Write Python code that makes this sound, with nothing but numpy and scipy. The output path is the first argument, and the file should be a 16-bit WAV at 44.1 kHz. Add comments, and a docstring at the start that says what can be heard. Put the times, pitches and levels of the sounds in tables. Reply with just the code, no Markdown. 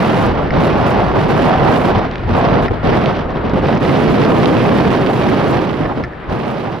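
"""Airliner in a storm, from across the grass

A large airliner rolls along a wet runway; its roar is shaped noise that shows in the lulls and fades as it moves off.
Gusts bury it at the camera's two microphone ports: noise shaped into buffeting, rumble, hiss and a hollow howl.
Raindrops tick on the camera as short damped tones, and knocks ring the modes of its housing.
A limiter holds the strongest blasts."""
import sys
import numpy as np
from scipy import signal
from scipy.fft import rfft, irfft, next_fast_len
from scipy.io import wavfile
from scipy.ndimage import uniform_filter1d, minimum_filter1d

SR = 44100
rng = np.random.default_rng(int(sys.argv[2]) if len(sys.argv) > 2 else 0)


def dump(signal):
    """Clip the signal to [-1, 1] and save it as 16-bit WAV at the path in sys.argv[1]."""
    limited = np.clip(np.atleast_2d(signal).T, -1, 1)
    pcm = np.round(limited * 32767).astype(np.int16)
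    wavfile.write(sys.argv[1], SR, pcm)


N = 299873  # length in samples

FULL_DB = -17.5  # strength of a full gust


def undb(db):
    """Decibels to gain."""
    return 10 ** (np.asarray(db) / 20)


def curves(table):
    """The columns of a table joined by straight lines in time."""
    s, *columns = np.transpose(table)
    return [np.interp(np.arange(N) / SR, s, c) for c in columns]


def across(table, hz):
    """The columns of a table joined by straight lines in log frequency."""
    f, *columns = np.transpose(table)
    return [np.interp(np.log(hz), np.log(f), c) for c in columns]


def pan(db):
    """Left and right gains for a left minus right level difference."""
    return undb(np.array([[.5], [-.5]]) * db)


def walk(rate):
    """Random levels held about 1 / rate s and smoothed twice; spread near 1."""
    k = max(int(SR / rate), 2)
    held = np.repeat(rng.standard_normal(N // k + 2), k)[:N]
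    return uniform_filter1d(uniform_filter1d(held, k), k) * np.sqrt(2)


def bins():
    """Frequencies of the bins in which noise is coloured."""
    size = next_fast_len(N // 2 + 1)
    return np.maximum(np.arange(size + 1) * SR / (2 * size), 1)


def turbulence(colour, likeness, lag=0, balance_db=0):
    """Coloured noise at two ports that share part of it; lag is the left's, in radians; their mean has rms 1."""
    hz = bins()
    shared, apart = rfft(rng.standard_normal((2, 2 * len(hz) - 2)))
    alike = np.clip(likeness, 0, 1)
    sign = np.array([[1], [-1]])  # left, right
    pair = np.sqrt(1 + alike) * shared + sign * np.sqrt(1 - alike) * apart
    pair = pair * np.exp(-.5j * sign * lag) * pan(balance_db)
    x = irfft(pair * undb(across(colour, hz)[0]))[:, :N]
    return x / x.mean(axis=0).std()


def split(x, hz):
    """The parts of a sound below and above a frequency."""
    low = signal.sosfiltfilt(signal.butter(3, hz, fs=SR, output="sos"), x)
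    return low, x - low


def steady(x, seconds):
    """Even out the slow swells of a noise, leaving its quick flutter."""
    size = int(seconds * SR)
    power = uniform_filter1d(x.mean(axis=0) ** 2, size)
    return x / np.sqrt(uniform_filter1d(power, size))


def swell(start, rise, hold, decay):
    """An envelope that rises, holds and dies away."""
    t = np.arange(N) / SR - start
    return np.clip(t / rise, 0, 1) * np.exp(-np.maximum(t - rise - hold, 0) / decay)


def add(out, s, sound):
    """Mix a short sound in at its time."""
    start = int(s * SR)
    out[:, start:start + sound.shape[-1]] += sound[..., :N - start]


def jet(waver_db=1.7):
    """Exhaust roar and fan rush from afar; the moving air makes each waver and soaks up the top."""
    # The jet rolling past and away. Each row: time in seconds, level in dB.
    passing = [(0, -27.5), (2.15, -26), (2.8, -26.5), (3.3, -25), (5, -33), (6.1, -32), (6.35, -33),
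               (6.8, -46)]
    # Spectrum of the distant engines. Each row: frequency in Hz, relative density in dB per Hz.
    engine_colour = [(30, -7), (120, 3.5), (250, 4), (420, 4.5), (700, 1.5), (1100, -1.5), (1700, -5),
                     (2500, -14.5), (3600, -22), (5000, -35), (6000, -62), (7500, -49), (15000, -72)]
    likeness = across([(100, 0.75), (900, 0.48), (4000, 0.68)], bins())[0]  # Hz, 0-1
    exhaust, fan = split(turbulence(engine_colour, likeness, 0.26, 1.8), 1180)
    exhaust = exhaust * undb(waver_db * walk(9.8))
    fan = fan * undb(0.66 * waver_db * walk(19))
    return (exhaust + fan) * undb(curves(passing)[0])


def raindrops(strength_db, swell_s=0.000087, count=80, spray_db=-36, spread_db=3, splash_db=-13):
    """Each drop gives a dead tick of a few cycles; the gusts throw fine spray between the large ones."""
    # Large drops on the camera, before their splash is softened.
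    # Each row: start in seconds, peak in dB, pitch in Hz, left minus right in dB.
    large = [(.5555, -15, 2320, -3), (2.1135, -18.5, 3330, -5), (2.1571, -9.5, 2150, -3),
             (2.182, -24, 3200, 0), (3.0596, -4, 2420, -9), (3.305, -28, 4200, 3), (3.497, -24, 4370, -7),
             (3.7515, -25, 5500, -2), (3.777, -27, 5200, -2), (4.25, -13, 3200, -2), (4.458, -8, 2960, -16),
             (6.0507, -37, 5900, 0), (6.299, -29, 4500, -3)]
    out = np.zeros((2, N))
    t = np.arange(SR // 100) / SR
    thrown_db = spray_db + strength_db - FULL_DB
    spray = []
    for when, size, pitch, side in rng.random((count, 4)):
        peak_db = thrown_db[int(when * N)] - spread_db * np.log(size + .02)
        spray.append((when * N / SR, peak_db, 2500 + 2500 * pitch, -6 * side))
    for s, db, hz, side_db in list(large) + spray:
        tick = (t / swell_s) ** 2 * np.exp(-t / swell_s) * np.sin(2 * np.pi * hz * t)
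        add(out, s, tick / np.abs(tick).max() * undb(db) * pan(side_db))
    dull, splash = split(out, 6800)
    return dull + undb(splash_db) * splash


def muffle(x, hz=5400, leak_db=-33):
    """The housing passes little treble to the ports."""
    return signal.sosfilt(signal.butter(10, hz, fs=SR, output="sos"), x) + undb(leak_db) * x


def knocks(contact_s=0.0018, rattle=0.3, place_db=2.0, press_s=0.00054):
    """A short, rattling contact cracks and rings the plastic housing; harder blows wake the higher modes."""
    # Knocks, some with a bounce, before the housing muffles them. Each row: start in seconds,
    # peak of the ring in dB, share of the full ring time, crack 0-1, hardness in dB per octave.
    blows = [(.506, -10, 0.5, .02, .5), (.5074, -13, .5, .02, -4), (2.682, -11, 0.64, 0.3, -9),
             (2.684, -14, .5, .02, -8), (5.845, -22, .63, .05, -5.5), (5.856, -16.5, .75, .04, -6),
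             (6.0374, -15, 0.96, .9, -4), (6.0455, -20, .9, .04, -7), (6.134, -26, .4, .2, -4)]
    # What the housing rings with, before hardness and place act.
    # Each row: frequency in Hz, level in dB, full 60 dB ring time in seconds.
    modes = [(1380, 4, .035), (1570, -1, 0.025), (1773, 9, .056), (1864, 2, .04), (2030, 2, .036),
             (2200, -2, .02), (3500, -4, .008), (4100, -5, .008), (5160, 1.5, .02)]
    out = np.zeros((2, N))
    t = np.arange(SR // 8) / SR
    for s, db, length, crack, hardness_db in blows:
        favour = place_db * rng.standard_normal(len(modes))  # each blow favours other modes
        ring = np.zeros(len(t))
        for (hz, mode_db, t60), more_db in zip(modes, favour):
            start_db = mode_db + more_db + hardness_db * np.log2(hz / modes[0][0])
            ring += undb(start_db - 60 * t / (t60 * length)) * np.sin(2 * np.pi * hz * t)
        chatter = rng.standard_normal(len(t)) * np.exp(-t / contact_s)
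        rattling = signal.fftconvolve(chatter / np.linalg.norm(chatter), ring)[:len(t)]
        body = ring + rattle * rattling
        press = 1 - np.exp(-t / press_s)
        body = body / np.abs(press * body).max()
        add(out, s, press * (body + crack * np.diff(chatter, prepend=0)) * undb(db))
    return muffle(out)


def gusts(collapse=0.21, breeze_rasp_db=-18, breeze_hiss_db=-52, breeze_howl_db=-30):
    """Wind strength in dB and its power-weighted colour; a spent gust collapses into the breeze."""
    # Gusts on the ports, before the collapse sharpens their ends. Each row: start, rise, hold and decay
    # in seconds, strength in dB, then relative levels in dB: upper roar (to the deep roar),
    # rasp, hiss and howl (to the strength), all before each sound's own trims.
    blasts = [(-.083, 0.057, 0.29, 0.058, -14.5, 4, -14, -34.5, -33),
              (0.294, 0.023, 0.14, 0.016, -19, 7.5, -19.5, -48, -24),
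              (0.517, 0.032, 0.051, 0.062, -12, 1.5, -17.5, -49, -22),
              (0.599, .025, 0.073, 0.042, -14, 0.5, -12.5, -40, -24),
              (0.692, 0.045, 0.26, 0.33, -15, 5.5, -15.5, -42.5, -11),
              (1.133, 0.032, 0.092, 0.019, -15.5, 1, -16.5, -39, -33),
              (1.272, 0.024, 0.16, 0.031, -14.5, 2, -14.5, -47.5, -18),
              (1.45, 0.022, 0.27, 0.15, -14, 6.5, -15, -45, -7.5),
              (1.702, .012, .035, .015, -15, 3, -9, -40, -20),
              (1.834, 0.016, 0.032, 0.035, -10, 2, -13.5, -44, -18),
              (1.932, 0.02, 0.042, 0.023, -14.5, 4, -15, -46, -17),
              (2.003, .015, .035, .022, -19, 8, -16, -46, -13),
              (2.066, 0.023, 0.19, .03, -29.5, -2, -9, -42, -20),
              (2.257, 0.071, .28, 0.027, -13, 4, -17, -49, -15),
              (2.615, 0.016, 0.029, 0.018, -16.5, 3, -12.5, -44, -18),
              (2.706, 0.003, 0.011, .006, -15, -3, -22, -51, -11),
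              (2.728, 0.0058, 0.013, .03, -24, 6, -15, -40, -20),
              (2.826, 0.018, 0.24, 0.1, -14, 1, -15, -45.5, -12),
              (3.151, 0.012, 0.035, 0.015, -20, 2, -15.5, -46, -22),
              (3.279, .01, .025, .015, -23.5, 4, -18, -52, -22),
              (3.34, 0.019, 0.01, 0.033, -17, 2, -20.5, -58, -25),
              (3.432, 0.015, 0.011, 0.034, -15, -3, -21, -55, -25),
              (3.479, .012, 0.016, .012, -19, -2, -18, -52, -22),
              (3.528, 0.0087, 0.006, 0.011, -10, -1.5, -22, -49, -25),
              (3.551, 0.0094, 0.033, .018, -13, -2.5, -18, -48, -27),
              (3.603, 0.04, 0.13, 0.014, -12.5, -2, -17.5, -45.5, -25),
              (3.794, .022, 0.99, 0.1, -12.5, -1.5, -15.5, -40, -17),
              (4.835, 0.033, 0.06, 0.063, -8, 0.5, -14.5, -39, -9),
              (4.963, 0.05, 0.52, 0.34, -14.5, 1.5, -15, -38.5, -7.5),
              (5.787, 0.021, 0.03, 0.0098, -18.5, -1, -18, -44, -22),
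              (5.845, .006, .018, .012, -20.5, 6.5, -21, -47.5, -16),
              (5.89, 0.0088, 0.026, 0.009, -20.5, 7, -22, -53, -20),
              (5.965, 0.0073, .036, 0.034, -19.5, -2.5, -20.5, -48, -24),
              (6.262, 0.06, 0.13, 0.5, -19.5, 3, -15, -37.5, -30)]
    # The steady wind under the gusts. Each row: time in seconds, level in dB.
    breeze = [(0, -27), (.42, -19.5), (.49, -21.5), (.6, -20), (1.5, -21.5), (1.95, -19), (2.15, -28),
              (2.8, -29), (3.3, -27), (3.5, -22.5), (4.1, -35), (5.95, -34), (6.11, -43), (6.24, -32),
              (6.3, -29), (6.8, -47)]
    powers = [undb(curves(breeze)[0]) ** 2]
    colours = [(0.0042, breeze_rasp_db, breeze_hiss_db, breeze_howl_db)]
    for start, rise, hold, decay, db, *colour in blasts:
        flow = swell(start, rise, hold, decay)
        flow = flow * np.tanh((flow / collapse) ** 4)
        powers.append((flow * undb(db)) ** 2)
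        colours.append(colour)
    total = np.sum(powers, axis=0)
    return 10 * np.log10(total), *(np.transpose(colours) @ np.array(powers) / total)


def hiss(eddies, strength_db, share_db, steepen=0.25, floor_db=-78,
         flicker_db=1.0, sputter_db=1.56, drift_db=0.76):
    """A thin, flickering hiss grows faster than the gust that drives it, and flares in short spurts."""
    # Spectrum of the hiss. Each row: frequency in Hz, relative density in dB per Hz.
    hiss_colour = [(3000, -7), (6000, 8), (7000, 6.5), (8200, 2), (10000, 2.5), (13000, -3), (15500, -8)]
    # Spurts of fine hiss, before the flicker. Each row: start in seconds, hold in seconds, level in dB.
    flares = [(0.59, 0.053, -48.5), (0.855, 0.03, -49), (1.275, 0.033, -52), (1.359, 0.11, -50),
              (1.625, 0.2, -50.5), (1.712, 0.0094, -53), (1.847, 0.019, -46), (2.35, 0.028, -51.5),
              (2.61, 0.022, -55), (2.93, 0.031, -55), (4.363, 0.13, -53), (4.88, .03, -53),
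              (5.26, .03, -57), (6.45, 0.053, -59)]
    rise_s, decay_s = 0.017, 0.018
    likeness = across([(7500, .15), (12000, 0.98)], bins())[0]  # Hz, 0-1
    driven = undb(strength_db + share_db + steepen * (strength_db - FULL_DB))
    spurts = sum(undb(db) * swell(s, rise_s, hold, decay_s) for s, hold, db in flares)
    level = np.sqrt(driven ** 2 + spurts ** 2 + undb(floor_db) ** 2)
    flicker = undb(flicker_db * eddies + sputter_db * walk(220) + drift_db * walk(21.0))
    return turbulence(hiss_colour, likeness, 0, -.8) * level * flicker


def howl(level_db, width_hz=90, side_db=-2.5):
    """Air streaming past the camera rings in a broad note whose pitch rises a little, then sinks."""
    # Pitch of the hollow howl. Each row: time in seconds, centre in Hz.
    howl_pitch = [(0, 660), (1.7, 741), (3, 722.5), (4.2, 432.5), (5.2, 372.5), (6.8, 363)]
    hz = curves(howl_pitch)[0]
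    swirl = walk(2 * width_hz) + 1j * walk(2 * width_hz)  # random level and phase broaden the note
    note = (swirl * np.exp(2j * np.pi * np.cumsum(hz) / SR)).real
    return note * undb(level_db) * pan(side_db)


def rumble(trim_db=0, waver_db=1.5):
    """Eddies larger than the camera push on both ports nearly alike: a lumpy bed, and single thumps."""
    # Spectrum of the rumble. Each row: frequency in Hz, relative density in dB per Hz.
    rumble_colour = [(12, -21), (25, -11), (45, -4), (72, -5.5), (110, -6), (200, -19.5), (500, -86)]
    # Bed between the thumps, before it wavers. Each row: time in seconds, level in dB.
    bed_level = [(0, -39), (.45, -22.5), (1.5, -29.5), (2.5, -27.5), (3.7, -26.5), (4.1, -49), (4.7, -35),
                 (5.9, -31), (6.2, -37.5), (6.8, -38)]
    # Large eddies that thump. Each row: centre in seconds, half length (bell spread) in seconds, level in dB.
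    large_eddies = [(0.295, .04, -20), (.59, 0.04, -24), (.78, 0.034, -26), (1.077, .06, -20),
                    (1.61, .025, -16), (1.968, 0.024, -16), (2.088, .03, -25), (2.228, 0.022, -22),
                    (2.31, 0.033, -14), (2.598, 0.04, -19), (2.71, 0.009, -16), (2.885, 0.034, -21),
                    (3.574, .05, -19.5), (4.108, .025, -23), (4.9, .03, -19.5), (5.25, 0.036, -35),
                    (5.855, .025, -24), (6.05, 0.025, -26.5), (6.304, 0.03, -21.5)]
    t = np.arange(N) / SR
    bed = undb(curves(bed_level)[0] + waver_db * walk(14))
    thumps = sum(undb(db) * np.exp(-.5 * ((t - s) / half) ** 2) for s, half, db in large_eddies)
    air = steady(turbulence(rumble_colour, 0.85, .12, .6), 0.098)
    return air * np.hypot(bed, thumps) * undb(trim_db)


def spits(per_s=190, length_s=.0013):
    """Small eddies burst at random, at each port on its own: a spiky power envelope with mean 1."""
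    bursts = (rng.random((2, N)) < per_s / SR) * rng.exponential(size=(2, N))
    t = np.arange(SR // 50) / SR
    power = signal.oaconvolve(bursts, [t * np.exp(-2 * t / length_s)], axes=1)[:, :N]
    return np.abs(power) / power.mean()


def buffeting(eddies, strength_db, lift_db, small_db, flutter_db=0.53, rasp_flutter_db=0.78,
              headroom=4.9, body_db=0.55, rasp_db=-0.53, waver_db=0.3, fitful_db=0.85,
              lump_db=0.75, surge_db=0.7, burst_share=.4):
    """Eddies break on the ports: a deep roar and a crackling rasp; weak wind comes in fits."""
    # Spectrum of the buffeting, before the gusts tilt it.
    # Each row: frequency in Hz, relative density in dB per Hz.
    buffet_colour = [(40, -21), (90, -6), (135, 1.5), (200, 0.5), (290, -1.5), (450, -4), (800, -8),
                     (1150, -13), (1500, -18.5), (2350, -25), (2900, -26.5), (5000, -38.5), (5900, -44.5),
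                     (7000, -73), (9000, -75)]
    # How the two ports differ in the wind, before it veers. Each row: frequency in Hz, likeness 0-1,
    # left lag in radians, left minus right in dB.
    ports = [(60, 0.84, .25, -0.5), (132, 1, 0.66, 0.5), (274, 0.67, 0.62, -2.5), (445, 0.49, 0.33, -2),
             (850, 0.88, 0.97, -0.5), (1290, 0.95, 0.76, -2), (2400, .53, 0.16, -6.5),
             (2830, 0.57, 0.16, -4.5), (3800, 0.87, 0.41, -3.5), (5500, 0.7, 0.7, -2.5), (7000, .3, .7, -9)]
    air = turbulence(buffet_colour, *across(ports, bins()))
    roar, rasp = split(air, 1523)
    deep, upper = split(roar, 570)
    flutter = (eddies + walk(130)) / np.sqrt(2)
    # part of the power comes in separate bursts
    crackle = np.sqrt(1 - burst_share + burst_share * spits())
    upper = upper * np.sqrt(crackle) * undb(lift_db + flutter_db * flutter)
    roar = steady(deep + upper, 0.027)
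    rasp = steady(rasp * crackle * undb(rasp_flutter_db * eddies), 0.053)
    rasp = rasp * undb(small_db + rasp_db + surge_db * walk(40))
    # the narrow ports choke the largest pressure swings
    roar = headroom * np.tanh(roar / headroom)
    roar = roar * undb(body_db + lump_db * walk(60))
    weak = 1 / (1 + undb(2 * (strength_db - FULL_DB)))
    return (roar + rasp) * undb(strength_db + (waver_db + fitful_db * weak) * walk(55))


def veer(x, strength_db, below_hz=450, lull_unlike_db=-4.0, span_db=12):
    """A gust hits each port with its own eddies; in a lull the bass grows more alike in both."""
    # Slow veering of the wind, on top of each sound's own balance.
    # Each row: time in seconds, left minus right in dB, how unlike the ports are in dB.
    veering = [(0, -0.5, 0), (1.05, 0, 0), (1.75, -1, 0.5), (2.2, .5, -1.5), (2.38, 0, 1), (2.6, -0.5, 0.5),
               (2.75, 3, 3), (2.95, -1, 0.5), (3.4, 0, -4), (3.95, -1.5, 0), (4.45, .5, 0), (5.85, -1.2, 0),
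               (6.15, 1, 0), (6.7, -1.5, 0.5), (6.8, -2, -0.5)]
    lull = np.clip((FULL_DB - strength_db) / span_db, 0, 1) ** 2
    deep, upper = split((x[0] - x[1]) / 2, below_hz)
    balance_db, unlike_db = curves(veering)
    side = (deep * undb(lull * lull_unlike_db) + upper) * undb(unlike_db)
    return (x.mean(axis=0) + np.array([side, -side])) * pan(balance_db)


def scene():
    """Wind at the camera over the distant jet."""
    eddies = walk(110)  # one quick flutter shared by the buffeting and the hiss
    strength_db, lift_db, rasp_db, hiss_db, howl_db = gusts()
    wind = buffeting(eddies, strength_db, lift_db, rasp_db)
    wind = wind + howl(strength_db + howl_db) + rumble()
    wind = veer(wind, strength_db) + hiss(eddies, strength_db, hiss_db)
    return jet() + raindrops(strength_db) + knocks() + wind


def record(dry, ceiling=0.86, top_hz=15750):
    """A look-ahead limiter ducks the highest crests; the ends are eased and the top is cut."""
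    size = SR // 100
    peaks = np.abs(dry).max(axis=0)
    gain = minimum_filter1d(ceiling / np.maximum(peaks, ceiling), 2 * size)
    gain = uniform_filter1d(uniform_filter1d(gain, size), size)
    gain = gain * signal.windows.tukey(N, size / 2 / N)
    return signal.sosfilt(signal.ellip(10, .1, 80, top_hz, fs=SR, output="sos"), dry * gain)


dry = scene()
out = record(dry)
dump(out)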